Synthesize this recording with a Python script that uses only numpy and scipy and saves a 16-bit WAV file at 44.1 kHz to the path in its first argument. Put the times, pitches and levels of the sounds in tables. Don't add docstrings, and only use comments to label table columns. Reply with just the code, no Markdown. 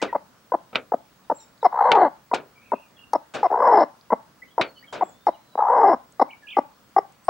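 import sys
import numpy as np
from scipy import signal
from scipy.io import wavfile
from scipy.ndimage import uniform_filter1d, minimum_filter1d

SR = 44100
rng = np.random.default_rng(int(sys.argv[2]) if len(sys.argv) > 2 else 0)


def store_pcm(level_fs):
    pcm = np.round(np.clip(level_fs, -1, 1) * 32767).astype(np.int16)
    wavfile.write(sys.argv[1], SR, np.atleast_2d(pcm).T)


def level_to_linear(level):
    exponent = np.asarray(level, float) / 20
    return 10 ** exponent


N = 321841

# [pitch_hz, density_db_per_hz]
YARD_COLOUR = [(18, -56), (42, -21.5), (62, -9), (199, 1.5), (389, -7), (620, -5), (725, -7.5),
               (1280, -6.5), (2320, -14.5), (5180, -17), (5900, -18.5), (12800, -26), (15000, -26)]
# [pitch_hz, likeness_0_to_1]
STEREO_LIKENESS = [(50, 0.86), (300, 0.63), (1000, 0.63), (3000, 0.11), (8000, 0.18), (13000, 0.2),
                   (15500, .9)]
# [pitch_hz, level_db]
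WHINE_TONES = [(60, -81.5), (129, -77.5), (15674, -79.5), (15734.3, -71.5)]

# [start_s, length_s, first_hz, last_hz, level_db]
WARBLE_NOTES = [(0, .015, 1970, 1970, -47), (0.075, 0.038, 2200, 1850, -48), (2.545, 0.11, 2380, 2290, -63),
                (2.597, 0.12, 2450, 2550, -63.5), (2.77, 0.11, 2800, 2750, -65.5),
                (2.622, 0.056, 2550, 2708, -64), (2.65, 0.073, 2610, 2210, -64),
                (2.719, 0.053, 2801, 2520, -56.5), (2.748, 0.044, 2770, 2619, -59),
                (2.817, .055, 2730, 2400, -61.5), (2.953, 0.061, 3360, 3300, -61.5),
                (2.973, 0.077, 2814, 2790, -59), (3.012, 0.042, 2900, 2810, -57),
                (4.417, 0.025, 1920, 2240, -47.5), (4.472, .07, 3000, 3420, -64),
                (4.633, 0.074, 4500, 4380, -59), (4.74, 0.086, 4330, 4520, -62),
                (4.757, 0.039, 3080, 3000, -54.5), (4.825, 0.0251, 1840, 2300, -52.5),
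                (4.867, 0.057, 3370, 3150, -56.5), (5.328, 0.035, 3180, 2890, -58),
                (6.418, 0.049, 1940, 1627, -55.5)]
# [start_s, length_s, first_hz, last_hz, level_db]
SEEP_NOTES = [(1.222, .044, 4190, 3690, -74.5), (1.381, 0.064, 4260, 3690, -64),
              (1.337, 0.11, 7560, 7350, -55.5), (1.399, 0.043, 5930, 5500, -62.5),
              (1.605, .032, 4170, 3656, -62.5), (1.55, .074, 6580, 6600, -76.5),
              (5.028, .086, 7694, 7530, -61), (5.077, .06, 7680, 6740, -67), (7.238, 0.02, 8000, 8100, -61),
              (7.247, 0.031, 9100, 8700, -65), (7.25, .018, 5800, 4680, -66)]
# [time_s, pitch_hz, level_db]
WHISTLE_PATH = [
    (4.97, 3700, -45),
    (5.061, 3410, -69),
    (5.2, 3550, -72),
    (5.3, 3800, -63.5),
    (5.42, 4130, -77.5),
    (5.55, 3900, -66),
    (5.65, 3840, -68),
]
# [time_s, base_hz, flick_hz, level_db]
TRILL_PATHS = [
    [(6.285, 2170, 20.6, -59), (6.312, 2250, 776.8, -44.5), (6.322, 2420, 5.1, -51.5),
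     (6.335, 2260, 3, -40.5), (6.345, 2100, 4.4, -65)],
    [(6.465, 2405, 201.5, -34), (6.475, 2410, 692, -40.5), (6.507, 2516, 1046, -41),
     (6.53, 2336, 700, -37.5), (6.55, 2040, 300, -50.5), (6.568, 1947, 198, -48.5)],
]
# [flick_s, flicks_per_s]
TRILL_FLICKS = [
    (6.311, 45),
    (6.507, 54),
]

# [start_s, level_db, rise_ms, tilt_db_per_octave, ring_factor]
BOARD_BLOWS = [(0.016, -30.5, 4.6, 4.5, 0.68), (0.0242, -22.5, 2.57, 2, 0.35),
               (0.7288, -43.5, 2.2, -2, 0.37), (0.749, -38.5, 1.1, 0.5, 0.44),
               (0.7556, -25.5, 0.99, 2, 0.31), (1.9169, -21, 0.77, 4, 0.18), (1.95, -40, 1.1, 4, 0.41),
               (2.3369, -36.5, 1.1, 5, 0.45), (2.343, -26, 2.8, 3.5, 0.43), (3.337, -36.5, 6.2, 4, 1.2),
               (3.3456, -24, 12, 3, 0.45), (4.6117, -24, 0.97, 3, 0.37), (4.925, -27, 17, 3.5, 0.69)]
# [pitch_hz, density_db_per_hz]
SHARP_COLOUR = [(47, -44.5), (80, -28), (405, -0.5), (610, 4.5), (881, -12), (1300, -9), (1450, 5),
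                (1610, -17.5), (2140, -8), (3830, -17), (14000, -62.5)]
# [pitch_hz, density_db_per_hz]
SLOW_RISE_COLOUR = [(47, -56.5), (80, -33.5), (413, 4.5), (993, -5), (1110, -9.5), (1440, -6.5), (2000, -21),
                    (2440, -16), (8120, -33.5), (15000, -73.5)]
# [pitch_hz, width_hz, level_db above the colour]
BOARD_PEAKS = [(1320, 26, 0), (1800, 31, -1), (2430, 42, 7), (3653, 82, 5.5)]
# [pitch_hz, t60_s]
BOARD_DECAY = [(200, 0.9), (700, 0.46), (2000, 0.42), (5000, 0.24), (10000, 0.11)]
# [start_s, level_db, pitch_hz, width_hz]
TICK_SNAPS = [(3.1333, -25.5, 5200, 2320), (3.1328, -34.5, 9500, 2310), (4.011, -42, 4600, 1195),
              (5.7, -57.5, 7200, 1976), (6.123, -45.5, 7200, 2795), (6.891, -57, 7500, 2570),
              (7.123, -53, 7400, 3000), (1.578, -49.5, 4500, 1500), (0.024, -27, 2200, 2500),
              (0.756, -6, 2700, 2200), (1.9174, -15, 3000, 2400), (4.6141, -36, 2800, 2400)]

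# [pitch_hz, t60_s]
NEST_DECAY = [(150, 0.25), (700, 0.038), (1500, 0.11), (4000, .08), (9000, 0.025)]
# [pitch_hz, t60_s]
COOP_DECAY = [(200, .22), (600, 0.29), (1500, 0.33), (2500, 0.16), (6000, 0.18)]
# [throat_factor, width_hz, level_db]
WINDPIPE = [(.7, 280, 13.5), (1.01, 350, 17.5), (1.4, 320, 0)]
# [pitch_hz, width_hz, level_db]
SQUAWK_UPPER = [(1475, 540, 3), (2040, 320, 1.5)]
# [pitch_hz, width_hz, level_db]
CLUCK_UPPER_THROAT = [(1500, 370, -7.5), (2046, 330, 2)]
# [pitch_hz, width_hz, level_db beside the upper throat]
PALATE_BAND = [(2950, 700, -24)]
# [pitch_hz, width_hz, level_db beside the effort]
BEAK_AIR = [(7400, 4200, -65.5)]
# [pitch_hz, width_hz, level_db]
BEAK_RASPS = [(4150, 820, 9), (5250, 500, -7.5)]

# [start_s, first_db, second_ms, second_db, end_ms]
CLUCK_PUFFS = [(.127, -21.5, 21.5, -16.5, 34.4), (0.519, -17.5, 16.7, -16.5, 32.2),
               (.919, -17.5, 16.6, -14.5, 24.8), (1.298, -15, 13.6, -19.5, 27),
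               (1.628, -17.5, 17.4, -10.5, 38.5), (2.313, -20, 17.6, -14.5, 24.765),
               (2.718, -16.5, 14, -16, 23.1), (3.132, -12.5, 16, -17.5, 28.6),
               (3.429, -12.5, 11.5, -16.5, 37), (4.103, -20, 15.3, -14, 33),
               (4.579, -14.5, 13.6, -18.5, 28.2), (5.009, -17.5, 10.3, -17, 24.4),
               (5.267, -11, 11.8, -17, 24), (5.553, -24, 33, -38, 4), (6.195, -14, 16.3, -11.5, 30.7),
               (6.567, -12.5, 14.3, -13, 23.6), (6.963, -10, 16, -10.5, 26), (7.282, -15, 1.6, -11.5, 35)]
# [first_hz, second_hz, throat_hz, chest_db, upper_db]
CLUCK_TONES = [(443, 270, 795, 8, -30.5), (471, 330, 750, 9.5, -43.5), (406.5, 250, 680, 9, -41),
               (420, 300, 730, 9.5, -54), (412, 380, 750, 2.5, -27.5), (439, 260, 830, 10.5, -33.5),
               (421, 260, 795, 11.5, -39), (407.6, 292, 773, 6.5, -35), (401, 360, 785, 3, -29),
               (444.5, 230, 817, 9.5, -26), (423, 330, 723, 10.5, -32.5), (430, 390, 756, 8.5, -28),
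               (396, 320, 750, 9, -30), (200, 200, 730, 7, -34.5), (373.4, 240, 833, 8, -29.5),
               (383, 310, 840, 10.5, -29), (360, 394, 770, 9, -28), (396, 340, 790, 7, -27.5)]
CLUCK_RASP_LEVELS = [-52.5, -61, -60, -48.5, -38, -53, -63.5, -37, -37.5, -53, -48, -56.5, -35, -59, -34.5,
                     -42, -40.5, -33.5]

# [time_s, effort_db, pitch_hz]
SQUAWK_PATHS = [
    [(1.715, -29, 503.6), (1.757, -22.5, 524.8), (1.879, -15, 499.3), (1.96, -14.5, 416.7),
     (2.03, -12.5, 352.6), (2.082, -23, 279)],
    [(3.497, -29, 448.7), (3.511, -19.5, 463.9), (3.547, -23, 552.6), (3.657, -13, 519), (3.79, -12.5, 360),
     (3.838, -17, 313)],
    [(5.573, -21, 464.4), (5.589, -20.5, 464.5), (5.635, -21.5, 502), (5.745, -14, 496),
     (5.9, -13.5, 370.8), (5.945, -20, 270.3)],
]
# [time_s, level_db beside the effort, throat_hz]
SQUAWK_THROBS = [
    [(1.73, -0.3, 909), (1.7452, -0.4, 824), (1.7624, -3, 925), (1.777, 1.7, 802), (1.7928, -0.6, 861),
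     (1.8119, 3.5, 850), (1.8229, -0.2, 816), (1.8421, -1.7, 817), (1.856, 5.5, 747)],
    [(3.5043, -3.5, 813), (3.5149, 2.5, 716), (3.5291, 1, 757), (3.5447, 0.3, 900), (3.5602, 1.2, 775),
     (3.5773, -0.5, 711), (3.5936, -2, 777), (3.605, 0.2, 909), (3.6265, 0.3, 797)],
    [(5.5781, -0.5, 788), (5.5932, 7.7, 723), (5.6082, 0, 907), (5.625, 2.7, 839), (5.64, 0, 834),
     (5.6553, -1, 829), (5.6719, -3, 871), (5.685, -1.5, 911), (5.7019, 2, 705), (5.721, 2.8, 859)],
]
# [depth_0_to_1, steady_s, loose_chest_db, pitch_fall_share, lean_to_sudden_end]
SQUAWK_FLUTTERS = [
    (.78, 1.85, -26, .1, .2),
    (.68, 3.62, -11, .17, .3),
    (.62, 5.7, -24, -.06, .6),
]
# [upper_db, low_rasp_db, high_rasp_db]
BEAK_START = [
    (-29, -52, -69.5),
    (-33, -76, -53),
    (-38, -75.5, -66),
]
# [upper_db, low_rasp_db, high_rasp_db]
BEAK_END = [
    (-19.5, -38.5, -67),
    (-19.5, -38, -33.5),
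    (-23, -50.5, -36),
]


def evened(x):
    return x / np.sqrt(np.mean(x ** 2) + 1e-20)


def read(points, hz):
    f, value = np.transpose(points)
    return np.interp(np.log(hz + 1), np.log(f + 1), value)


def add(mix, start_s, sound):
    part = mix[..., round(start_s * SR):][..., :sound.shape[-1]]
    part += sound[..., :part.shape[-1]]


def drift(count, hz):
    noise = rng.standard_normal(count + 2000)
    return evened(signal.lfilter(*signal.butter(2, hz, fs=SR), noise)[2000:])


def edge(x, hz, kind, order):
    return signal.sosfilt(signal.butter(order, hz, kind, fs=SR, output="sos"), x)


def resonate(x, hz, width):
    turn = np.exp(2j * np.pi * np.cumsum(hz) / SR)
    r = np.exp(-np.pi * width / SR)
    return 2 * (turn * signal.lfilter([(1 - r) ** 2], [1, -2 * r, r ** 2], x / turn)).real


def cavity(modes):
    f = abs(np.fft.fftfreq(4096, 1 / SR))
    peaks = sum(level_to_linear(db) / (1 + ((f - hz) / width * 2) ** 4) for hz, width, db in modes)
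    gain = np.log(peaks + 1e-5)
    return np.fft.ifft(np.exp(gain - 1j * signal.hilbert(gain).imag)).real[:2048]


def dying_noise(decay, gain=lambda hz: 1, stretch=1):
    hz = np.fft.rfftfreq(256, 1 / SR)
    t = np.arange(400) * 64 / SR
    a, b = rng.standard_normal((2, 2, 129, 400))
    fade = level_to_linear(-60 * t / (stretch * read(decay, hz))[:, None])
    z = (a + 1j * b) * fade * np.reshape(gain(hz), (-1, 1))
    return signal.istft(z, nperseg=256, noverlap=192)[1]


def yard():
    frames, hz = N // 256 + 5, np.fft.rfftfreq(1024, 1 / SR)
    a, b, c, d, patches = rng.standard_normal((frames, 513, 5)).T
    patches = uniform_filter1d(patches, size=12, axis=0)
    patches = evened(uniform_filter1d(patches, size=14, axis=1))
    same = np.clip(read(STEREO_LIKENESS, hz), -1, 1)[:, None]
    left = a + 1j * b
    right = same * left + np.sqrt(1 - same ** 2) * (c + 1j * d)
    z = np.array([left, right]) * level_to_linear(1.2 * patches)
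    from_whine = abs(hz - 15520)
    skirt = level_to_linear(-24.5) * (from_whine < 260)
    z *= (level_to_linear(read(YARD_COLOUR, hz)) + skirt)[:, None]
    below_top = hz[:, None] < 14100 + 350 * patches[200]
    z *= np.where(below_top | (from_whine < 290)[:, None], 1, .03)
    wash = level_to_linear(-58) * evened(signal.istft(z, nperseg=1024, noverlap=768)[1][:, :N])
    t = np.arange(N) / SR
    for tone_hz, db in WHINE_TONES:
        wash = wash + np.sqrt(2) * level_to_linear(db + 2.9 * drift(N, 9)) * np.sin(2 * np.pi * tone_hz * t)
    return wash


def glides(rows, blur):
    notes = []
    for start_s, length_s, first_hz, last_hz, db in rows:
        u = np.linspace(0, 1, round(length_s * SR))
        bend = 2.2 if first_hz > last_hz else 1
        hz = last_hz + (first_hz - last_hz) * (1 - u) ** bend
        hz = hz + blur * last_hz * drift(len(u), 90)
        notes.append((start_s, hz, db + 4.0 * drift(len(u), 63)))
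    return notes


def whistle():
    s, hz, db = np.transpose(WHISTLE_PATH)
    t = np.arange(s[0], s[-1], 1 / SR)
    return s[0], np.interp(t, s, hz), np.interp(t, s, db) + 2.7 * drift(len(t), 40)


def trill(rows, flick_s, flicks_per_s):
    s, base_hz, flick_hz, db = np.transpose(rows)
    t = np.arange(s[0], s[-1], 1 / SR)
    flick = np.cos(np.pi * (t - flick_s) * flicks_per_s) ** 4
    return s[0], np.interp(t, s, base_hz) + np.interp(t, s, flick_hz) * flick, np.interp(t, s, db)


def birds():
    out = np.zeros(N)
    notes = glides(WARBLE_NOTES, .017) + glides(SEEP_NOTES, .022) + [whistle()]
    notes += [trill(rows, *flicks) for rows, flicks in zip(TRILL_PATHS, TRILL_FLICKS)]
    for start_s, hz, db in notes:
        tone = np.sin(2 * np.pi * np.cumsum(hz) / SR)
        add(out, start_s, np.sqrt(2) * level_to_linear(db) * tone * signal.windows.tukey(len(hz), .3))
    trees = dying_noise([(100, 0.22), (9000, 0.3)])
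    echoes = signal.fftconvolve(out[None], trees / np.linalg.norm(trees[0]), axes=1)[:, :N]
    return level_to_linear(-0.5) * out + level_to_linear(-4.5) * echoes


def board(hz, rise_ms):
    modes = sum(db / (1 + ((hz - f) / width * 2) ** 2) for f, width, db in BOARD_PEAKS)
    return read(SHARP_COLOUR if rise_ms < 2.5 else SLOW_RISE_COLOUR, hz) + modes


def knocks():
    out = np.zeros((2, N))
    pan_db = np.array([[0.6], [-0.6]])
    for start_s, db, rise_ms, tilt_db, ring in BOARD_BLOWS:
        def colour(hz):
            return level_to_linear(board(hz, rise_ms) + tilt_db * np.log2((hz + 50) / 1500))

        blow = dying_noise(BOARD_DECAY, colour, ring)
        blow = blow + 0.5 * blow[::-1]
        ms = np.arange(blow.shape[1]) / SR * 1000
        crack = (1 - np.exp(-ms / rise_ms)) * (1 + 2.2 * np.exp(-ms / 5.3))
        add(out, start_s, level_to_linear(db + pan_db) * crack * blow / np.std(blow[:, :600]))
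    return out


def ticks():
    out = np.zeros(N)
    for start_s, db, hz, width in TICK_SNAPS:
        snap = rng.standard_normal(200) * np.exp(-np.arange(200) / 90.0)
        add(out, start_s, level_to_linear(db) * 2.4 * signal.fftconvolve(snap, cavity([(hz, width, 0)])))
    return out


def voice(effort, hz, rough, throat_hz, chest_db, upper_db, rasps_db, upper=SQUAWK_UPPER, wide=1):
    count, tail = len(hz), 900
    turns = .9 + np.cumsum(hz * (1 + .22 * rough * drift(count, 160))) / SR
    closing = np.diff(np.floor(turns), prepend=0) > 0
    uneven_db = 4.0 * rough * np.clip(rng.standard_normal(count), -2.5, 1.2)
    pulses = evened(closing * level_to_linear(uneven_db))
    puffs = evened(np.exp(-(turns % 1) / 1.7) * rng.standard_normal(count))
    drive = pulses + rough * puffs

    def grow(x):
        return np.pad(x * np.ones(count), (0, tail), "edge")

    def throat(x):
        x = np.pad(x, (0, tail))
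        chest = level_to_linear(grow(chest_db)) * edge(resonate(x, grow(hz), 360), 200, "high", order=4)
        slack_db = .7 * np.minimum(grow(chest_db) - 3, 0)
        pipe = 0
        for k, (factor, width, db) in enumerate(WINDPIPE):
            ring = resonate(x, grow(throat_hz) * factor, width * wide)
            pipe = pipe + (-1) ** k * level_to_linear(db + (k == 0) * slack_db) * ring
        return edge(edge(pipe, 330, "high", order=2) - chest, 1500, "low", order=4)

    def band(level_db, x, modes):
        ring = cavity(modes)
        sound = signal.fftconvolve(x * effort * level_to_linear(level_db), ring)[:count + tail]
        return sound / np.linalg.norm(ring) / np.std(x)

    out = throat(drive * effort) / np.std(throat(drive)[:count])
    out += band(upper_db, drive, upper)
    out = edge(out, 2280, "low", order=12)
    out += band(upper_db + PALATE_BAND[0][2], pulses + 1.8 * puffs, PALATE_BAND)
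    out += band(BEAK_AIR[0][2] + 10, puffs, BEAK_AIR)
    for db, mode in zip(rasps_db, BEAK_RASPS):
        patchy_db = 3.2 * drift(count, 45)
        out += band(db + patchy_db, pulses + 1.4 * puffs, [mode])
    return out


def cluck(first_db, second_ms, second_db, end_ms, first_hz, second_hz, throat_hz, chest_db, upper_db, rasp_db):
    ms = np.arange(0, end_ms / 1000, 1 / SR) * 1000
    rise = 1 - np.exp(-(ms + 0.77) / 1.5)
    first = level_to_linear(first_db) * rise * (1.43 * np.exp(-(ms / 4.7) ** 2) + 0.41 * np.exp(-ms / 16))
    swell = 1 / (1 + np.exp((second_ms - ms) / 1.5))
    hz = first_hz + (second_hz - first_hz) * swell
    hz *= 1 + .1 * (end_ms - ms) / end_ms - .12 * np.exp((ms - end_ms) / 6)
    rough = .2 + swell * np.clip((360 - second_hz) / 300, 0, 1)
    effort = first + level_to_linear(second_db) * swell
    rasps_db = [rasp_db - 8.5, rasp_db]
    return voice(effort, hz, rough, throat_hz, chest_db, upper_db, rasps_db, CLUCK_UPPER_THROAT, wide=1.38)


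def squawk(rows, beak_start, beak_end, throbs, throb_depth, steady_s, chest_db, fall, lean):
    steady_throbs_per_s, steady_throat_hz = 62, 814
    s, *columns = np.transpose(rows)
    t = np.arange(s[0], s[-1], 1 / SR)
    effort_db, hz = (np.interp(t, s, c) for c in columns)
    opening = (t - s[0]) / (s[-1] - s[0])
    upper_db, *rasps_db = (db + (end_db - db) * opening for db, end_db in zip(beak_start, beak_end))
    loose = 1 / (1 + np.exp((t - steady_s) / 0.012))
    throb_s, throb_db, loose_hz = np.transpose(throbs)
    throb_s = throb_s - .0015
    effort_db += loose * np.interp(t, throb_s, throb_db)
    throat_hz = steady_throat_hz + (1.01 * np.interp(t, throb_s, loose_hz) - steady_throat_hz) * loose
    throat_hz += 30 * drift(len(t), 25)
    depth = .2 + (throb_depth - .2) * loose
    rough = .42 - .08 * loose
    throb_count = np.interp(t, throb_s, np.arange(len(throbs)))
    throb_count += (t - np.clip(t, throb_s[0], throb_s[-1])) * steady_throbs_per_s
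    flap = 2 * np.pi * throb_count + (1 - loose) * 1.5 * drift(len(t), 16)
    leaning = flap + lean * (1 - np.cos(flap))
    chop = 1 - depth + 2.4 * depth * ((1 + np.cos(leaning)) / 2) ** 1.5
    bend = 1 - fall * depth * np.sin(flap)
    hz *= 1 - 0.2 * np.exp((t - t[-1]) / 0.0065)
    onset = np.minimum((t - s[0]) / 0.0066 + .1, 1)
    effort = level_to_linear(effort_db + 1.1 * drift(len(t), 60)) * chop * onset
    loose_chest_db = 8.5 + (chest_db + 9.5) * loose
    hz = hz * bend * (1 - .12 * loose)
    return voice(effort, hz, rough, throat_hz * bend, loose_chest_db, upper_db, rasps_db)


def hen():
    dry = np.zeros(N)
    for (start_s, *puffs), tone, rasp_db in zip(CLUCK_PUFFS, CLUCK_TONES, CLUCK_RASP_LEVELS):
        add(dry, start_s, cluck(*puffs, *tone, rasp_db))
    calls = zip(SQUAWK_PATHS, BEAK_START, BEAK_END, SQUAWK_THROBS, SQUAWK_FLUTTERS)
    for rows, beak_start, beak_end, throbs, flutter in calls:
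        add(dry, rows[0][0], squawk(rows, beak_start, beak_end, throbs, *flutter))
    box = dying_noise(NEST_DECAY, lambda hz: ((hz + 100) / 800) ** 0.38)
    box = box + .8 * box[::-1]
    box *= level_to_linear(-9.5) / np.linalg.norm(box[0])
    coop = dying_noise(COOP_DECAY, lambda hz: np.minimum(hz / 1250, 1) ** 1.4)
    add(box, .02, level_to_linear(-21.5) * coop / np.linalg.norm(coop[0]))
    add(box, .064, np.array([level_to_linear(-37)]))
    wet = signal.fftconvolve(dry[None], box, axes=1)[:, :N]
    return (dry + wet) * level_to_linear(np.array([[.4], [-2.3]]))


def scene():
    near = edge(hen(), 160, "high", order=2)
    boards = edge(knocks(), 64, "high", order=2)
    return near + boards + ticks() + birds() + yard()


def top_cut(x):
    return signal.sosfilt(signal.butter(12, 16080, fs=SR, output="sos"), x)


def record(dry):
    limit, share = .72, .6
    peak = -minimum_filter1d(-abs(dry).max(0), size=133)
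    peak = uniform_filter1d(peak, size=133)
    mix = dry * np.maximum(peak / limit, 1) ** -share
    return top_cut(mix)


dry = scene()
out = record(dry)
store_pcm(out)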